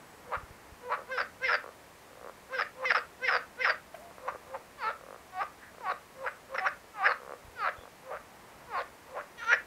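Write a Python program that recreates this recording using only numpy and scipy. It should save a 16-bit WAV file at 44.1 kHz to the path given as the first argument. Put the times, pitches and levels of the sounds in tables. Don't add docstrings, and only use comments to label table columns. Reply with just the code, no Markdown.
import sys
import numpy as np
from scipy import signal
from scipy.fft import rfft, irfft, next_fast_len
from scipy.io import wavfile
from scipy.ndimage import uniform_filter1d, map_coordinates

SR = 44100
rng = np.random.default_rng(int(sys.argv[2]) if len(sys.argv) > 2 else 0)


def int16_out(signal):
    q = np.round(np.clip(np.atleast_2d(signal).T, -1, 1) * 32767)
    wavfile.write(sys.argv[1], SR, q.astype(np.int16))


N = 426006
T = np.arange(N) / SR
LOOSE_HZ, SAC_EMPTY_HZ, WHISTLE_END_HZ = 341.2, 1300, 4640


def amp(db):
    return 10 ** (np.asarray(db) / 20)


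def unit(x):
    return x / np.sqrt(np.mean(x ** 2) + 1e-20)


def steady(x, size=330):
    power = np.abs(uniform_filter1d(uniform_filter1d(x ** 2, size), size))
    return x / np.sqrt(power + power.mean() / 1000)


def curves(rows):
    s, *columns = np.transpose(rows)
    return [np.interp(T, s, column) for column in columns]


def path(t, *points):
    times, values = np.transpose(points)
    return np.interp(t, np.maximum.accumulate(times), values)


def wobble(rate):
    return map_coordinates(rng.standard_normal(int(N * rate / SR) + 4), [T * rate])


def coloured(x, points):
    size = next_fast_len(len(x) + SR // 4)
    hz, db = np.transpose(points)
    gain = amp(np.interp(np.log(np.fft.rfftfreq(size, 1 / SR) + 1), np.log(hz), db))
    return irfft(rfft(x, size) * gain, size)[:len(x)]


def band(x, lo_hz, hi_hz, order=2):
    return signal.sosfilt(signal.butter(order, [lo_hz, hi_hz], "band", fs=SR, output="sos"), x)


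def ring(times, sizes, hz, width_hz, count=500):
    index = np.ceil(times * SR).astype(int)[:, None] + np.arange(count)
    age = index / SR - times[:, None]
    fade = np.exp(-np.pi * width_hz * age)
    waves = sizes[:, None] * fade * np.sin(2 * np.pi * np.reshape(hz, (-1, 1)) * age)
    return np.bincount(index.ravel(), waves.ravel(), N)[:N]


def hush():
    # frequency in Hz, relative level in dB.
    air_tone = [(20, -16), (42, -7), (62, 0), (110, -3.5), (190, -1.5), (310, -3), (500, -1), (1050, -2),
                (1400, -6.5), (1900, -6), (3300, -15.5), (8000, -19), (13000, -22), (15700, -25.5)]
    # time in seconds, gain of the low part in dB.
    low_levels = [(0, -53), (1.9, -54.5), (3.1, -54), (4.1, -54), (6.1, -54.5), (7.4, -55), (8.6, -53),
                  (9.66, -54.5)]
    low_db, = curves(low_levels)
    air = unit(coloured(rng.standard_normal(N), air_tone))
    low = coloured(air, [(2000, 3), (6000, -77)])
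    return (air - low) * amp(-54) + low * amp(low_db + 0.31 * wobble(5.5))


def far_birds():
    # start in seconds, length in seconds, pitch in Hz, level in dB.
    notes = [(0, 0.22, 7900, -70), (1.497, 1.18, 7760, -83.5), (2.904, 0.23, 7880, -70.5),
             (4.999, 1.4, 7790, -80.5), (6.178, .22, 7970, -69), (7.756, 0.099, 3403, -60)]
    peeps = np.zeros(N)
    for s, length, hz, db in notes:
        arch = np.sqrt(np.abs(np.sin(np.pi * np.clip((T - s) / length, 0, 1))))
        peeps += amp(db) * arch * np.sin(2 * np.pi * np.cumsum(hz + 110 * wobble(300)) / SR)
    return peeps


def fold_pulses(pitch, rough, jitter, scatter_db, flutter_db):
    cycles = np.cumsum(pitch * (1 + 0.00743 * wobble(150))) / SR
    times = np.interp(np.arange(1, int(cycles[-1])), cycles, T)
    at = (times * SR).astype(int)
    chance = rng.standard_normal((len(times), 2))
    times = times + jitter * rough[at] ** 1.06 * chance[:, 0] / pitch[at]
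    rough_db = rough[at] * (scatter_db * chance[:, 1] + flutter_db * wobble(190)[at])
    return np.clip(times, 0, T[-1]), amp(rough_db + 1.1 * wobble(260)[at])


def swell(t, start, crest, db, bend, faint_db=-62):
    remaining = np.maximum((crest - t) / max(crest - start, .002), 0)
    return db - max(db - faint_db, 6) * remaining ** bend


def release(t, end, fade_s, run_down=.82, drop_db=33):
    gone = np.maximum(t - end, 0) / fade_s
    return run_down ** np.minimum(gone, 1), -drop_db * gone


def voice_controls(rest_db=-90):
    # peak time, lead-in, rise and rattle in seconds; pitch of hum, peak and end in Hz;
    # hum roughness from 0 to 1; sac at peak and end in Hz; level of hum, peak and end in dB;
    # whistle in Hz; whistle against sac in dB.
    grunts = [(0.330, .085, .025, .028, 499, 367.8, 327, 0.4, 1078, 1290, -48, -31, -32, 3850, -28.5),
              (0.925, .115, .042, 0.024, 502.6, 377.8, 331, 0, 1187, 1254, -43, -28, -30, 4040, -28),
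              (2.846, .095, .026, 0.0065, 522.5, 514.8, 505, 0.25, 1130, 1200, -41, -32, -31, 5950, -30),
              (4.287, .1, .018, .014, 518.4, 401.4, 252, 0.34, 1047, 1260, -43, -27, -37, 5840, -30.5),
              (4.547, .078, .012, 0.015, 529, 299, 150, 0.28, 930, 825, -46, -35, -39.5, 4550, -35),
              (6.274, .122, 0.039, 0.0095, 538.3, 379.7, 340, 0.27, 1550, 1400, -42, -29, -33, 4940, -28.5),
              (6.556, .072, 0.019, 0.0055, 537.2, 523.2, 500, .35, 1661, 1280, -42, -29, -35, 5770, -23),
              (6.585, .016, 0.01255, 0.0123, 473, 442.4, 400, 0.5, 1866, 1730, -46, -27, -33, 5260, -20),
              (8.122, .092, .028, 0.048, 530.8, 371.8, 165, 0.42, 1096, 1450, -46, -40.5, -42, 4480, -30),
              (9.167, .09, 0.029, 0.041, 521.4, 396.3, 300, 0.48, 848, 1340, -49.5, -38, -38, 4510, -34)]
    # burst time, whine, crest-to-burst gap, rattle and fade in seconds; whine pitch in Hz;
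    # whine and burst roughness from 0 to 1; sac at crest, burst and end in Hz; their levels in dB.
    croaks = [(1.182, .105, 0.056, 0.027, .05, 524.5, 0.01, 0.77, 1570, 1300, 1480, -35, -27, -27),
              (1.490, .09, .038, 0.062, .026, 524.8, 0.09, 0.45, 2060, 1600, 1640, -27, -24.5, -24.5),
              (2.592, .1, 0.041, .028, .022, 529.7, 0.11, 0.53, 1600, 1500, 1770, -34, -26, -24.5),
              (2.907, 0.084, 0.048, .015, 0.00898, 523.6, 0.02, 0.28, 2079, 1800, 1900, -28, -19.5, -23),
              (2.950, .009, 0.00601, 0.02956, .026, 439.7, 0.75, 0.45, 1402, 1360, 1560, -55, -18.5, -24.5),
              (3.285, .085, .033, .08, .036, 519.2, .02, .22, 2050, 1900, 1360, -29, -22.5, -25),
              (3.648, .078, 0.026, 0.058, .034, 513, 0.08, 0.15, 2060, 1900, 1540, -29.5, -22.5, -24)]
    # peak time, whine, trough-to-peak gap and rattle in seconds; pitch at start, trough and
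    # peak in Hz; peak roughness from 0 to 1; sac at start, trough, peak and end in Hz; level at trough,
    # peak and end in dB; body against sac in dB; whistle at trough, peak and end in Hz;
    # base level of the whistle against the sac, in whine and rattle, in dB.
    slides = [(4.887, .125, .045, 0.025, 614, 425, 450, 0.14, 1380, 1100, 1290, 1350, -32.5, -29, -36, -9, 4370, 3750, 3370, -20, -24.5),
              (5.425, .13, .033, 0.0064, 371.9, 372, 420, 0.47, 949, 755, 1280, 1100, -33.5, -28, -32.5, -10, 4450, 5500, 5100, -26, -28),
              (5.906, .12, .038, .017, 539.4, 372, 365, 0.36, 980.5, 954, 1145, 1370, -34, -28, -33.5, -7.5, 4570, 4100, 3850, -29, -22.5),
              (6.671, .16, 0.0335, .014, 408, 373, 390, 0.53, 999.5, 735, 1460, 1620, -33.5, -23, -34, -11, 5700, 5640, 4700, -35, -24.5),
              (7.066, .158, .044, .056, 463.5, 369, 421, .3, 1300, 820, 1690, 1250, -32, -19, -28.5, -13, 4650, 5200, 4200, -31, -24),
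              (7.682, .145, .062, 0.0095, 533, 420, 335, 0.63, 1520, 1270, 1270, 1750, -33, -25.5, -31, -9, 4446, 3780, 3450, -21, -25.5),
              (8.792, .122, .034, .026, 508.3, 360, 345, 0.34, 1123, 990, 1090, 1670, -32, -30.5, -39, -4, 4596, 4080, 2500, -26.5, -19.5),
              (9.432, .075, .028, 0.017, 490.8, 458, 480, .25, 1863, 1700, 1300, 1480, -44, -38.5, -42, -17, 5863, 6200, 7000, -13.5, -19),
              (9.536, .125, 0.0327, 0.013, 421, 475, 462, 0.46, 1360, 1400, 1780, 1750, -25, -16.5, -32, -13.5, 5880, 5700, 5000, -24.5, -23.5)]
    resting = [LOOSE_HZ, 0, SAC_EMPTY_HZ, rest_db, rest_db, WHISTLE_END_HZ, rest_db]
    state = np.outer(resting, np.ones(N))
    for shape, table in (croak, croaks), (slide, slides), (grunt, grunts):
        for s, *row in table:
            near = slice(*np.searchsorted(T, [s - .25, s + .25]))
            call = np.array(shape(T[near] - s, *row))
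            louder = call[3] > state[3, near]
            state[:, near] = np.where(louder, call, state[:, near])
    return state


def frog_calls():
    pitch, rough, sac_hz, sac_db, body_db, whistle_hz, whistle_db = voice_controls()
    rough = np.clip(rough, 0, 1)
    times, sizes = fold_pulses(pitch, rough, jitter=0.1967, scatter_db=4, flutter_db=10)
    at = (times * SR).astype(int)
    shake = rough[at] ** 2 * rng.standard_normal((3, len(times)))
    voiced = np.clip((np.maximum(sac_db + 56, body_db + 65) - 1) / 3, 0, 1)
    push = np.clip((whistle_db + 69.5) / 14, 0, 1)
    sac = ring(times, sizes, sac_hz[at] * np.exp(0.11 * shake[0]), 218)
    cheek = ring(times, sizes, 712, 120) * amp(-21.5)
    shine = amp(15 * np.log2(sac_hz[at] / 1400) - 1.2 * rough[at])
    mouth = ring(times, sizes * shine, 2430, 1020, count=200) * amp(-10.5)
    # frequency in Hz, the throat's gain in dB.
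    throat = [(200, -39), (450, -9.5), (650, -1), (2000, 6.5), (2700, 6), (3200, 7.5), (5000, -5),
              (7000, -44), (12000, -60)]
    voice = steady(coloured(sac - cheek - mouth, throat), size=260) * amp(sac_db)
    body = ring(times, sizes, 565 * np.exp(.08 * shake[1]), 100)
    body = steady(band(body, 480, 780, order=3)) * amp(body_db)
    whistle = ring(times, sizes, whistle_hz[at] * np.exp(0.013 * shake[2]), 140)
    whistle = steady(band(whistle, 3700, 5600, order=3)) * push * amp(1.5)
    rasp = steady(band(ring(times, sizes, 2540, 960, count=80), 3110, 5260, order=3))
    rasp *= amp(3.4 * push - 5.5 * rough + 14 * np.log2(whistle_hz / 4900))
    return voiced * (voice + body + amp(whistle_db) * (whistle + rasp))


def grunt(t, hum_s, rise_s, end, hum_hz, peak_hz, end_hz, hum_rough, sac_peak_hz, sac_end_hz,
          hum_db, peak_db, end_db, whistle_hz, whistle_db):
    start, push = -hum_s, -rise_s
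    sink, fade_db = release(t, end, fade_s=.03)
    pitch = path(t, (start, .97 * hum_hz), (push, hum_hz), (0, peak_hz), (end, end_hz))
    rough = path(t, (start, 1.8 * hum_rough), (push, hum_rough), (0, .68), (end, .88))
    sac_hz = path(t, (1.3 * push, 1110), (.75 * push, 800), (0, sac_peak_hz), (end, sac_end_hz))
    slack_db = hum_db - 5
    opening = path(t, (push, 0), (0, 1)) ** 0.845
    sac_db = swell(t, start, push, slack_db, bend=1.1) + fade_db
    sac_db += opening * (path(t, (0, peak_db), (end, end_db)) - slack_db)
    body_db = swell(t, start, push, hum_db, bend=1.66) + fade_db
    body_db += opening * (path(t, (0, -37), (end, -45.5)) - hum_db)
    glide = path(t, (push, 1.04), (end, .96))
    return pitch * sink, rough, sac_hz, sac_db, body_db, whistle_hz * glide, sac_db + whistle_db


def near_echoes(x):
    # delay in seconds, level in dB.
    echoes = [(.0043, -23), (.0079, -18.5), (0.0121, -20.5), (0.0204, -21)]
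    return sum(amp(db) * np.interp(T - delay, T, x, left=0) for delay, db in echoes)


def bank_echo(x, decay_s, build_s):
    # frequency in Hz, relative level in dB.
    echo_tone = [(300, -5), (580, -4), (900, -11.5), (1300, -3.5), (1600, -7.5), (2300, -5.5), (3500, -8),
                 (4800, -13), (9000, -14)]
    t = T[:SR // 2]
    envelope = amp(-60 * t / decay_s) * (1 - np.exp(-(t / build_s) ** 2))
    tail = coloured(rng.standard_normal(len(t)), echo_tone) * envelope
    mid_gain = np.sqrt(np.mean(np.abs(rfft(tail, SR)[1000:1800]) ** 2))
    return signal.fftconvolve(x, tail / mid_gain)[:N]


def bumps():
    # time in seconds, relative level in dB.
    thuds = [(.37, -39.5), (0.431, -43), (0.505, -45), (0.72, -46), (7.446, -48), (7.479, -46.5),
             (7.782, -45)]
    times, db = np.transpose(thuds)
    return band(ring(times, amp(db + 9), hz=77, width_hz=64, count=3000), 33, 250)


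def ticks(strays_per_s=5, stray_db=-55):
    # start and length in seconds, snaps a second, speeding up from 0 to 1,
    # first and last relative level in dB.
    runs = [(0.978, 0.039, 75, .05, -34, -42), (1.642, .048, 62, .3, -36.5, -38.5),
            (2.108, .188, 58, .4, -47, -36), (4.111, 0.071, 15, 0.02, -44.5, -41.5),
            (4.323, 0.035, 59, 0.85, -39.5, -38), (4.569, 0.015, 71, 0.03, -37.5, -45),
            (5.011, .15, 46, .3, -44, -37.5), (5.748, .06, 33, .27, -43.5, -40),
            (7.202, .134, 67, 0.06, -42, -34.5), (7.767, 0.11, 46, 0.06, -42.5, -43.5)]
    # a tone of the sac in Hz, its width in Hz, its relative level in dB.
    tones = [(546, 120, -0.5), (720, 360, -2.5), (1130, 300, 2)]
    snaps = []
    for s, length, rate, speeding, first_db, last_db in runs:
        progress = np.linspace(0, 1, round(length * rate) + 1)
        uneven = speeding + 0.028 * rng.standard_normal(32)[:len(progress)]
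        run_times = s + length * (progress + uneven * progress * (1 - progress))
        snaps += zip(run_times, first_db + (last_db - first_db) * progress)
    strays = rng.random((200, 2))[:int(strays_per_s * T[-1])]
    snaps += zip(T[-1] * strays[:, 0], stray_db + 5 * strays[:, 1])
    times, db = np.transpose(snaps)
    shades = amp(2 * rng.standard_normal((len(times), len(tones))))
    rings = sum(ring(times, amp(db + level + 2) * shade, hz, width, count=1200)
                for (hz, width, level), shade in zip(tones, shades.T))
    return band(rings, 440, 2200, order=3)


def croak(t, whine_s, crest_s, end, fade_s, hz, whine_rough, burst_rough,
          crest_hz, burst_hz, end_hz, crest_db, burst_db, end_db):
    start, crest = -whine_s, -crest_s
    half = (start + crest) / 2
    choke, choke_db = -min(.012, crest_s), -9.5
    loose, lull_db = min(.019, end / 2), min(burst_db, end_db) - 3.5
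    sink, fade_db = release(t, end, fade_s)
    pitch = path(t, (start, .9 * hz), (half, .99 * hz), (crest, hz), (choke, .92 * hz),
                 (0, 414.8), (loose, LOOSE_HZ), (end, 316))
    rough = path(t, (choke, whine_rough), (0, burst_rough), (.88 * loose, burst_rough),
                 (1.3 * loose, .902))
    sac_hz = path(t, (start, SAC_EMPTY_HZ), (half, .69 * crest_hz), (crest, crest_hz),
                  (choke, .96 * crest_hz), (0, burst_hz), (.8 * loose, 1340), (end, end_hz))
    sac_db = swell(t, start, crest, crest_db, bend=1.45) + fade_db
    sac_db += path(t, (crest, 0), (choke, choke_db), (0, burst_db - crest_db),
                   (loose, lull_db - crest_db), (end, end_db - crest_db))
    hum_db = -40
    body_db = swell(t, start, crest, hum_db, bend=2) + fade_db
    body_db += path(t, (choke, 0), (0, -7), (loose, -2), (end, end_db - 9 - hum_db))
    whistle_hz = path(t, (half, 5800), (choke, 4880), (0, 5240), (loose, 5240), (end, WHISTLE_END_HZ))
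    whistle_db = sac_db + path(t, (crest, -23), (choke, -11), (0, -22), (end, -15))
    return pitch * sink, rough, sac_hz, sac_db, body_db, whistle_hz, whistle_db


def splash(start_s):
    age = np.maximum(T - start_s, 0)
    kick = age / .003 * np.exp(1 - age / .003)
    gulp = amp(-36) * kick * np.sin(2 * np.pi * 670 * age)
    slop = unit(band(rng.standard_normal(N), 800, 2500, order=3))
    slop *= amp(-42 - 60 * age / .07) * (1 - np.exp(-age / .0015))
    spray = unit(band(rng.standard_normal(N) * amp(4 * wobble(900)), 5000, 15000, order=1))
    spray *= amp(-59 - 60 * age / .5) * (1 - np.exp(-age / .005))
    return gulp + slop + spray


def far_hoot():
    # time in seconds, pitch in Hz, level in dB.
    hoot = [(3.97, 575, -63), (3.995, 596, -50.5), (4.03, 695, -54), (4.06, 693, -51.5), (4.11, 671, -57),
            (4.17, 563, -80)]
    hz, db = curves(hoot)
    sounding = (T > hoot[0][0]) & (T < hoot[-1][0])
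    return np.sqrt(2) * np.sin(2 * np.pi * np.cumsum(hz) / SR) * amp(db) * sounding


def slide(t, whine_s, trough_s, end, start_hz, trough_hz, peak_hz, peak_rough,
          sac_start_hz, sac_trough_hz, sac_peak_hz, sac_end_hz, trough_db, peak_db, end_db, body_db,
          whistle_trough_hz, whistle_peak_hz, whistle_end_hz, whistle_whine_db, whistle_rattle_db):
    start, trough = -whine_s, -trough_s
    loose, rattle = .02, .05
    drop = min(loose, end)
    sink, fade_db = release(t, end, fade_s=.022)
    sag = path(t, (start, 0), (trough, 1)) ** 1.4
    push = path(t, (trough, 0), (0, 1)) ** 1.38
    late_pitch = path(t, (trough, trough_hz), (0, peak_hz), (loose, 334.6), (rattle, 300.8))
    pitch = (1 - sag) * start_hz + sag * late_pitch
    rough = (1 - push) * .07 + push * path(t, (0, peak_rough), (1.32 * loose, .85))
    late_sac_hz = path(t, (trough, sac_trough_hz), (0, sac_peak_hz), (1.3 * drop, sac_end_hz))
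    sac_hz = (1 - sag) * sac_start_hz + sag * late_sac_hz
    sac_db = swell(t, start, trough, trough_db, bend=1.15) + fade_db
    sac_db += push * (path(t, (0, peak_db), (drop, end_db)) - trough_db)
    body_db = sac_db + body_db + path(t, (start, 4), (trough, -8), (0, -3), (drop, 6), (rattle, 2))
    drop_hz = .37 * whistle_peak_hz + .585 * whistle_end_hz
    whistle_hz = path(t, (start, 1.04 * whistle_trough_hz), (trough, whistle_trough_hz),
                      (0, whistle_peak_hz), (drop, drop_hz), (end, whistle_end_hz))
    whistle_db = sac_db + path(t, (start, whistle_whine_db + 12.5), (trough, whistle_whine_db - 2.5),
                               (0, whistle_rattle_db - 2.5), (end, whistle_rattle_db + 5.5))
    return pitch * sink, rough, sac_hz, sac_db, body_db, whistle_hz, whistle_db


def far_quack():
    # time in seconds, pitch in Hz, level in dB.
    quack = [(5.6, 315, -78), (5.63, 332, -49), (5.655, 315, -57), (5.7, 290, -54)]
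    pitch, db = curves(quack)
    times, sizes = fold_pulses(pitch, np.full(N, .3), jitter=.2, scatter_db=3, flutter_db=3)
    sounding = (T > quack[0][0]) & (T < quack[-1][0])
    return unit(band(ring(times, sizes, 1730, 280, count=250), 920, 2300)) * amp(db) * sounding


def scene():
    calls = band(frog_calls(), 390, 10300, order=4)
    frogs = calls + ticks() + splash(start_s=3.943)
    echoes = near_echoes(frogs) + amp(-12) * bank_echo(frogs, decay_s=0.17, build_s=0.036)
    return (frogs + echoes + far_hoot() + far_quack() + far_birds() + bumps() + hush())[None]


def record(dry, top_hz=15720):
    size = next_fast_len(N + SR // 4)
    return irfft(rfft(dry, size) * (np.fft.rfftfreq(size, 1 / SR) < top_hz), size)[:, :N]


dry = scene()
out = record(dry)
int16_out(out)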